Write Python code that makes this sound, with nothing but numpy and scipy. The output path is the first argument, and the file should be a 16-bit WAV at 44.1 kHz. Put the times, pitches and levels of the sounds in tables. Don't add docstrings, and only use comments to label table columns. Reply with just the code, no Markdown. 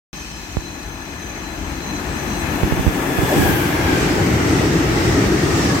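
import sys
import numpy as np
from scipy import signal
from scipy.fft import next_fast_len
from scipy.io import wavfile
from scipy.ndimage import uniform_filter1d

SR = 44100
rng = np.random.default_rng(int(sys.argv[2]) if len(sys.argv) > 2 else 0)


def transcribe(u):
    v = np.clip(np.atleast_2d(u).T, -1, 1)
    q = np.round(v * 32767).astype(np.int16)
    wavfile.write(sys.argv[1], SR, q)


N = 255780
TIME = np.arange(N) / SR
HZ = np.fft.rfftfreq(1024, 1 / SR)
FRAME_TIME = np.arange(N // 256 + 5) * 256 / SR
TRAIN_M_PER_S, SOUND_M_PER_S = 27, 343


def gain_of(db):
    return 10 ** (np.asarray(db) / 20)


def unit_rms(x):
    return x / np.sqrt(np.mean(x ** 2) + 1e-20)


def curve(rows, t=TIME, column=1):
    rows = np.array(rows)
    return np.interp(t, rows[:, 0], rows[:, column])


def colour(rows, hz=HZ, column=1):
    rows = np.array(rows)
    return np.interp(np.log(hz + 1), np.log(rows[:, 0] + 1), rows[:, column])


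def swell(peak_s, length_s):
    return np.exp(-(2 * (TIME - peak_s) / length_s) ** 2)


def random_spectra():
    shape = (2, len(FRAME_TIME), len(HZ))
    return rng.standard_normal(shape) + 1j * rng.standard_normal(shape)


def waveform(spectra):
    return signal.istft(np.swapaxes(spectra, -1, -2), nperseg=1024, noverlap=768)[1][..., :N]


def patches(frames, bins):
    field = rng.standard_normal((len(FRAME_TIME), len(HZ)))
    field = uniform_filter1d(field, frames, axis=0)
    return unit_rms(uniform_filter1d(field, bins, axis=1, mode="wrap"))


def resonance(hz, width_hz):
    offset_hz = np.fft.fftfreq(next_fast_len(N), 1 / SR)
    real, imaginary = rng.standard_normal((2, 2, len(offset_hz)))
    shake = np.fft.ifft((real + 1j * imaginary) / (1 + (1.28 * offset_hz / width_hz) ** 2))[:, :N]
    carrier = np.exp(2j * np.pi * np.cumsum(hz * np.ones(N)) / SR)
    return unit_rms((shake * carrier).real)


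def panned(balance_db):
    gains = gain_of([balance_db / 2, -balance_db / 2])
    return gains / np.sqrt(np.mean(gains ** 2, axis=0))


# frequency in Hz, left minus right in dB for the far train, the locomotive, the wagons.
BALANCE_DB = [(100, 5, 2, 0), (500, 6.5, 2.5, 2), (1100, 8.5, 2.5, 4.5), (1840, 16, 5, 5.5),
              (2520, 10, 2, 0.5), (3130, 4.5, -2, -4), (4530, 1.5, 4, -0.5), (6500, -5.5, -3.5, -7.5),
              (10000, 6, 8, 2.5), (13000, 0, 0, -4)]
FAR_COLUMN, LOCOMOTIVE_COLUMN, WAGON_COLUMN = 1, 2, 3


def sides(hz, column=FAR_COLUMN, left_db=0):
    return panned(colour(BALANCE_DB, hz, column) + left_db)[:, None]


# time in seconds, part heard (0 far train, 1 locomotive, 2 wagons).
PART_HEARD = [(1.3, 0.02), (2.5, 0.26), (3.2, 0.88), (3.75, 1.62), (4.7, 1.75)]


def by_part(spectra):
    part = curve(PART_HEARD, FRAME_TIME)[:, None]
    return sum(np.maximum(1 - abs(part - k), 0) * spectrum for k, spectrum in enumerate(spectra))


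def pass_by(alongside_s, distance_m, t=TIME):
    along_m = TRAIN_M_PER_S * (t - alongside_s)
    range_m = np.hypot(along_m, distance_m)
    return distance_m / range_m, 1 / (1 + TRAIN_M_PER_S / SOUND_M_PER_S * along_m / range_m)


def train_level(sources, distance_m, far_db, arrival_db, wagons_db, loss_db_per_m):
    arrival_s, handover_s, lossless_m = 3.22, .85, 18.2
    ahead_m = np.maximum(TRAIN_M_PER_S * (arrival_s - FRAME_TIME) - lossless_m, 0)
    wagon_share = np.clip((FRAME_TIME - arrival_s) / handover_s, 0, 1)
    track_db = arrival_db + (wagons_db - arrival_db) * wagon_share - loss_db_per_m * ahead_m
    near_power = sum((gain_of(db) * pass_by(s, distance_m, FRAME_TIME)[0]) ** 2 for s, db in sources)
    return 10 * np.log10(gain_of(far_db) ** 2 + gain_of(track_db) ** 2 + near_power)


# frequency in Hz, left-right coherence of the diffuse sound.
DIFFUSE_COHERENCE = [(60, 1), (300, 0.89), (550, 0.61), (780, 0.31), (1000, 0.055), (1350, -0.26),
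                     (1900, 0.036), (2300, 0.17), (3000, -0.015), (5000, 0)]
# time in seconds, lead of the left microphone in ms, direct share in the bass (0-1).
DIRECT_PATH = [(.14, .18, 0.5), (2.5, 0.18, 0.2), (3.3, -0.04, 0.1), (3.75, -0.18, 0), (4.2, -0.59, 0),
               (5.8, -0.42, 0)]


def train_noise(shape_db, level_db, band_hz, uneven_db):
    a, b = random_spectra()
    direct = curve(DIRECT_PATH, FRAME_TIME, column=2)[:, None] / np.sqrt(1 + (HZ / 2000) ** 2)
    lead_s = curve(DIRECT_PATH, FRAME_TIME)[:, None] / 1000
    diffuse = np.clip(colour(DIFFUSE_COHERENCE), -.99, .99)
    coherence = (1 - direct) * diffuse + direct * np.exp(-2j * np.pi * HZ * lead_s)
    unshared = np.sqrt(np.maximum(1 - abs(coherence) ** 2, 0))
    left, right = panned(by_part([colour(BALANCE_DB, column=k) for k in (1, 2, 3)]))
    pair = np.array([left * a, right * (coherence * a + unshared * b)])
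    shape = gain_of(shape_db)
    mid_power = shape ** 2 * (left ** 2 + right ** 2 + 2 * coherence.real * left * right) / 4
    in_band = (HZ > band_hz[0]) & (HZ < band_hz[1])
    band_rms = np.sqrt((mid_power * in_band).mean(1, keepdims=True))
    level = gain_of(level_db[:, None] + uneven_db)
    return waveform(pair * shape * level / band_rms) / waveform(a).std()


def tick(start_s=.8322, level_db=-20.5, decay_s=.0005):
    burst = unit_rms(signal.lfilter([1], [1, -.7], rng.standard_normal((2, N))))
    return gain_of(level_db) * burst * (TIME >= start_s) * np.exp(-abs(TIME - start_s) / decay_s)


# frequency in Hz, relative density in dB.
AIR_SPECTRUM = [(6000, -40), (9000, -8), (10300, -1.5), (12500, 2.5), (14500, 0), (16000, -3)]


def air():
    level_db = train_level([(3.46, -33)], distance_m=3, far_db=-56, arrival_db=-45.3,
                           wagons_db=-49, loss_db_per_m=.62)
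    return train_noise(colour(AIR_SPECTRUM), level_db, (10000, 15500), 1.3 * patches(frames=8, bins=30))


def ringing(hz, waver_hz):
    drift = unit_rms(uniform_filter1d(rng.standard_normal((2, N)), size=700))
    phase = 2 * np.pi * np.cumsum(hz + waver_hz * drift, axis=1) / SR
    return np.sqrt(2) * np.sin(phase) * sides(hz)


# core in Hz, cluster in Hz; lower note first.
RAIL_NOTES_HZ = [(4035, 4065), (6157, 6205)]
# peak in seconds, length in seconds, relative level in dB of the lower note, of the upper.
NOTE_FLARES = [(0.192, 0.11, -57, -46), (.67, 0.11, -47, -52), (1.283, .24, -62, -46),
               (1.47, 0.12, -46.5, -59), (1.9, 0.23, -46, -45), (2.18, .1, -52, -44),
               (2.36, 0.23, -47, -43.5), (2.55, 0.16, -51, -53)]
# frequency in Hz, width in Hz, base level in dB.
WEAK_RAIL_MODES = [(2537, 125, -47.5), (3080, 51, -54.5), (4190, 110, -58), (4940, 40, -64),
                   (5300, 40, -73), (5860, 49, -56), (6800, 71, -64), (7300, 91, -69), (7900, 50, -72),
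                   (8300, 70, -70), (8900, 25, -66)]
# time in seconds, gain in dB on the weak modes and the distant hiss.
RAIL_GAIN_DB = [(.3, 4), (.9, 0), (2.4, 4), (3, 0.5), (3.5, -33)]


def rails(base_db=(-53, -49.5), fade_start_s=(2.6, 2.95), fade_db_per_s=22):
    notes = np.zeros((2, N))
    for k, (core_hz, cluster_hz) in enumerate(RAIL_NOTES_HZ):
        fade_db = -fade_db_per_s * np.maximum(TIME - fade_start_s[k], 0)
        flare_power = sum((gain_of(dbs[k]) * swell(s, length)) ** 2 for s, length, *dbs in NOTE_FLARES)
        level = np.sqrt(gain_of(base_db[k] + fade_db) ** 2 + flare_power)
        cluster = resonance(cluster_hz, width_hz=58) * sides(core_hz)
        core = ringing(core_hz, waver_hz=13.94)
        notes += level * (gain_of(1.5) * core + gain_of(2.5) * cluster)
    modes = sum(gain_of(db) * resonance(hz, width) * sides(hz) for hz, width, db in WEAK_RAIL_MODES)
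    return notes + gain_of(curve(RAIL_GAIN_DB)) * modes


# peak in seconds, length in seconds, pitch in Hz, level in dB.
APPROACH_TONES = [(.28, 0.32, 3060, -52), (.33, 0.52, 5120, -48.5), (.3, .45, 5740, -50),
                  (.6, .3, 7200, -51), (1.48, .14, 7255, -54), (2.14, .2, 8400, -48),
                  (2.15, .14, 7760, -48), (2.4, .1, 7826, -40), (2.54, .1, 1720, -35)]


def approach_tones():
    return sum(gain_of(db) * swell(peak_s, length_s) * ringing(hz, waver_hz=5.8)
               for peak_s, length_s, hz, db in APPROACH_TONES)


# start in seconds, relative strength in dB, rise in seconds.
AIR_PUFFS = [(0.5696, 1.5, 0.00018), (2.6333, 4.5, 0.0002), (2.7102, -9, .00022), (2.723, 3.5, 0.0003),
             (2.772, -6, .0003), (2.7946, 1, .00022), (2.866, 7.5, .0007), (2.8784, 5, 0.00054),
             (3.1866, 2.5, .00025), (3.231, 0, .0003), (3.2375, -1, .00025)]


def pops(fall_s=.015, cut_hz=56, left_db=-36, right_db=-.5):
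    pressure = np.zeros(N)
    for start_s, db, rise_s in AIR_PUFFS:
        age_s = np.maximum(TIME - start_s, 0)
        pressure += gain_of(db) * (1 - np.exp(-age_s / rise_s)) * np.exp(-age_s / fall_s)
    bass_cut = signal.butter(5, cut_hz, "high", fs=SR, output="sos")
    return signal.sosfilt(bass_cut, pressure) * gain_of([[left_db], [right_db]])


# frequency in Hz, relative density in dB.
EDDY_SPECTRUM = [(20, -25), (45, -6), (80, -2.5), (200, -4.5), (400, -14), (1000, -27), (4000, -60)]
# peak in seconds, length in seconds, left level in dB, right level in dB.
SLIPSTREAM_GUSTS = [(3.407, 0.084, -31, -11.5), (3.504, 0.11, -21, -20)]


def slipstream():
    eddies = unit_rms(waveform(random_spectra() * gain_of(colour(EDDY_SPECTRUM))))
    return eddies * sum(gain_of([[left_db], [right_db]]) * swell(peak_s, length_s)
                        for peak_s, length_s, left_db, right_db in SLIPSTREAM_GUSTS)


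def whoosh(start_s=3.28, level_db=-21, top_hz=1106, end_hz=135, dive_s=.055):
    attack_s, hold_s, release_s = .035, .2, .09
    age_s = np.maximum(TIME - start_s, 0)
    hz = end_hz + (top_hz - end_hz) * np.exp(-age_s / dive_s)
    envelope = np.minimum(age_s / attack_s, 1) * np.exp(-np.maximum(age_s - hold_s, 0) / release_s)
    rush = resonance(hz, width_hz=190)[0]
    return rush * gain_of(level_db) * envelope * panned(balance_db=2.2)[:, None]


# time alongside in seconds, level in dB.
DRIVEN_BOGIES = [(3.53, -32), (3.94, -35)]
# multiple of the whine pitch, width in Hz, relative level in dB.
DRIVE_LINES = [(.512, 110, 0.5), (1, 75.6, 5), (1.47, 199, -3.5), (2, 150, -4.5)]


def drives(whine_hz=1594, screening_db_per_m=1.3):
    out = np.zeros((2, N))
    for alongside_s, drive_db in DRIVEN_BOGIES:
        nearness, doppler = pass_by(alongside_s, distance_m=6)
        past_m = TRAIN_M_PER_S * np.maximum(TIME - alongside_s, 0)
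        level = gain_of(drive_db - screening_db_per_m * past_m) * nearness ** .89
        for multiple, width_hz, line_db in DRIVE_LINES:
            hz = multiple * whine_hz
            pan = sides(hz, LOCOMOTIVE_COLUMN, left_db=2.8)
            out += gain_of(line_db) * level * pan * resonance(hz * doppler, width_hz)
    return out


# time alongside in seconds, rumble, roar, hiss and wheel ring in dB, wheel tuning factor.
BOGIE_GROUPS = [(3.381, -22, -28, -35, -51, 1.0), (3.98, -32, -28, -38, -44, 1.07),
                (4.55, -22.5, -37, -38, -34.5, 1.085), (5.13, -23, -37, -37, -36, 1.05),
                (5.66, -28, -46, -34.5, -32, .96)]
# frequency in Hz before tuning, width in Hz, relative level in dB.
WHEEL_RESONANCES = [(1213, 150, 1), (1817, 89, 1), (1968, 140, -6.5), (5650, 700, -9)]


def wheels():
    out = np.zeros((2, N))
    for alongside_s, *_, ring_db, tuning in BOGIE_GROUPS:
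        nearness, doppler = pass_by(alongside_s, distance_m=3.5)
        level = gain_of(ring_db) * nearness ** .76
        for hz, width_hz, mode_db in WHEEL_RESONANCES:
            ring = resonance(hz * tuning * doppler, width_hz)
            out += gain_of(mode_db) * level * sides(hz, WAGON_COLUMN) * ring
    return out


# frequency in Hz, relative density in dB.
FAR_SPECTRUM = [(25, -2.5), (48, 11), (80, -2.5), (120, -5.5), (170, -2), (300, 0), (430, -12), (560, -14),
                (1000, -14), (2500, -18.5), (3500, -27.5), (5500, -27.5), (8300, -30.5), (9800, -51),
                (12500, -76)]
LOCOMOTIVE_SPECTRUM = [(25, -12), (85, -2.8), (150, -.3), (220, -3), (295, 2), (480, -5.5), (640, -8.5),
                       (850, -9.2), (1150, -13.5), (1700, -15.5), (2360, -17), (4080, -28), (8180, -27.5),
                       (9500, -36), (12400, -66)]
WAGON_SPECTRUM = [(25, -15), (50, -1), (78, 4.2), (135, 1.5), (223, -3.5), (315, 0.5), (436, -6),
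                  (530, -15.3), (1010, -22), (1550, -20), (2200, -21.5), (3260, -27), (5640, -25),
                  (8180, -32.5), (11000, -45)]
# centre in Hz, width in Hz, gain in dB.
PEAKS_AND_DIPS = [(175, 40, 2), (230, 50, -4), (330, 110, 2), (530, 130, -1.5), (820, 140, 2),
                  (8300, 800, 1.5), (9250, 700, -3)]


def rolling(rumble_top_hz=520, roar_top_hz=3300):
    shape_db = by_part([colour(FAR_SPECTRUM), colour(LOCOMOTIVE_SPECTRUM), colour(WAGON_SPECTRUM)])
    shape_db += sum(db * np.exp(-2 * ((HZ - hz) / width) ** 2) for hz, width, db in PEAKS_AND_DIPS)
    above_rumble, above_roar = (1 / (1 + (hz / (HZ + 1)) ** 8) for hz in (rumble_top_hz, roar_top_hz))
    shares = [1 - above_rumble, above_rumble * (1 - above_roar), above_roar]
    low_db, mid_db, high_db = (shape_db + 10 * np.log10(share + 1e-12) for share in shares)
    rumbles, roars, hisses = ([(row[0], row[k]) for row in BOGIE_GROUPS] for k in (1, 2, 3))
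    rumble_db = train_level(rumbles, distance_m=4.5, far_db=-40, arrival_db=-26,
                            wagons_db=-20.5, loss_db_per_m=.35)
    roar_db = train_level(roars, distance_m=4, far_db=-46.5, arrival_db=-30,
                          wagons_db=-28.5, loss_db_per_m=.28)
    hiss_db = train_level(hisses, distance_m=3.5, far_db=-49.5 + curve(RAIL_GAIN_DB, FRAME_TIME),
                          arrival_db=-45.5, wagons_db=-38.7, loss_db_per_m=.4)
    judder = patches(frames=5, bins=len(HZ))
    rumble = train_noise(low_db, rumble_db, (150, 500), .19 * judder + patches(frames=10, bins=4))
    roar = train_noise(mid_db, roar_db, (600, 2800), .21 * judder + 1.16 * patches(frames=14, bins=6))
    hiss = train_noise(high_db, hiss_db, (4400, 8500), .38 * judder + 1.24 * patches(frames=16, bins=8))
    return rumble + roar + hiss


def scene(cut_hz=46):
    train = rolling() + air() + rails() + approach_tones() + drives() + wheels() + whoosh() + slipstream()
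    bass_cut = signal.butter(6, cut_hz, "high", fs=SR, output="sos")
    return signal.sosfilt(bass_cut, train) + pops() + tick()


def record(dry):
    start_s, edge_hz = .13, 15950
    clipped = np.clip(dry * (TIME >= start_s), -1, 1)
    low_pass = signal.firwin(511, edge_hz, window=("kaiser", 9), fs=SR)
    return signal.oaconvolve(clipped, low_pass[None], "same")


dry = scene()
out = record(dry)
transcribe(out)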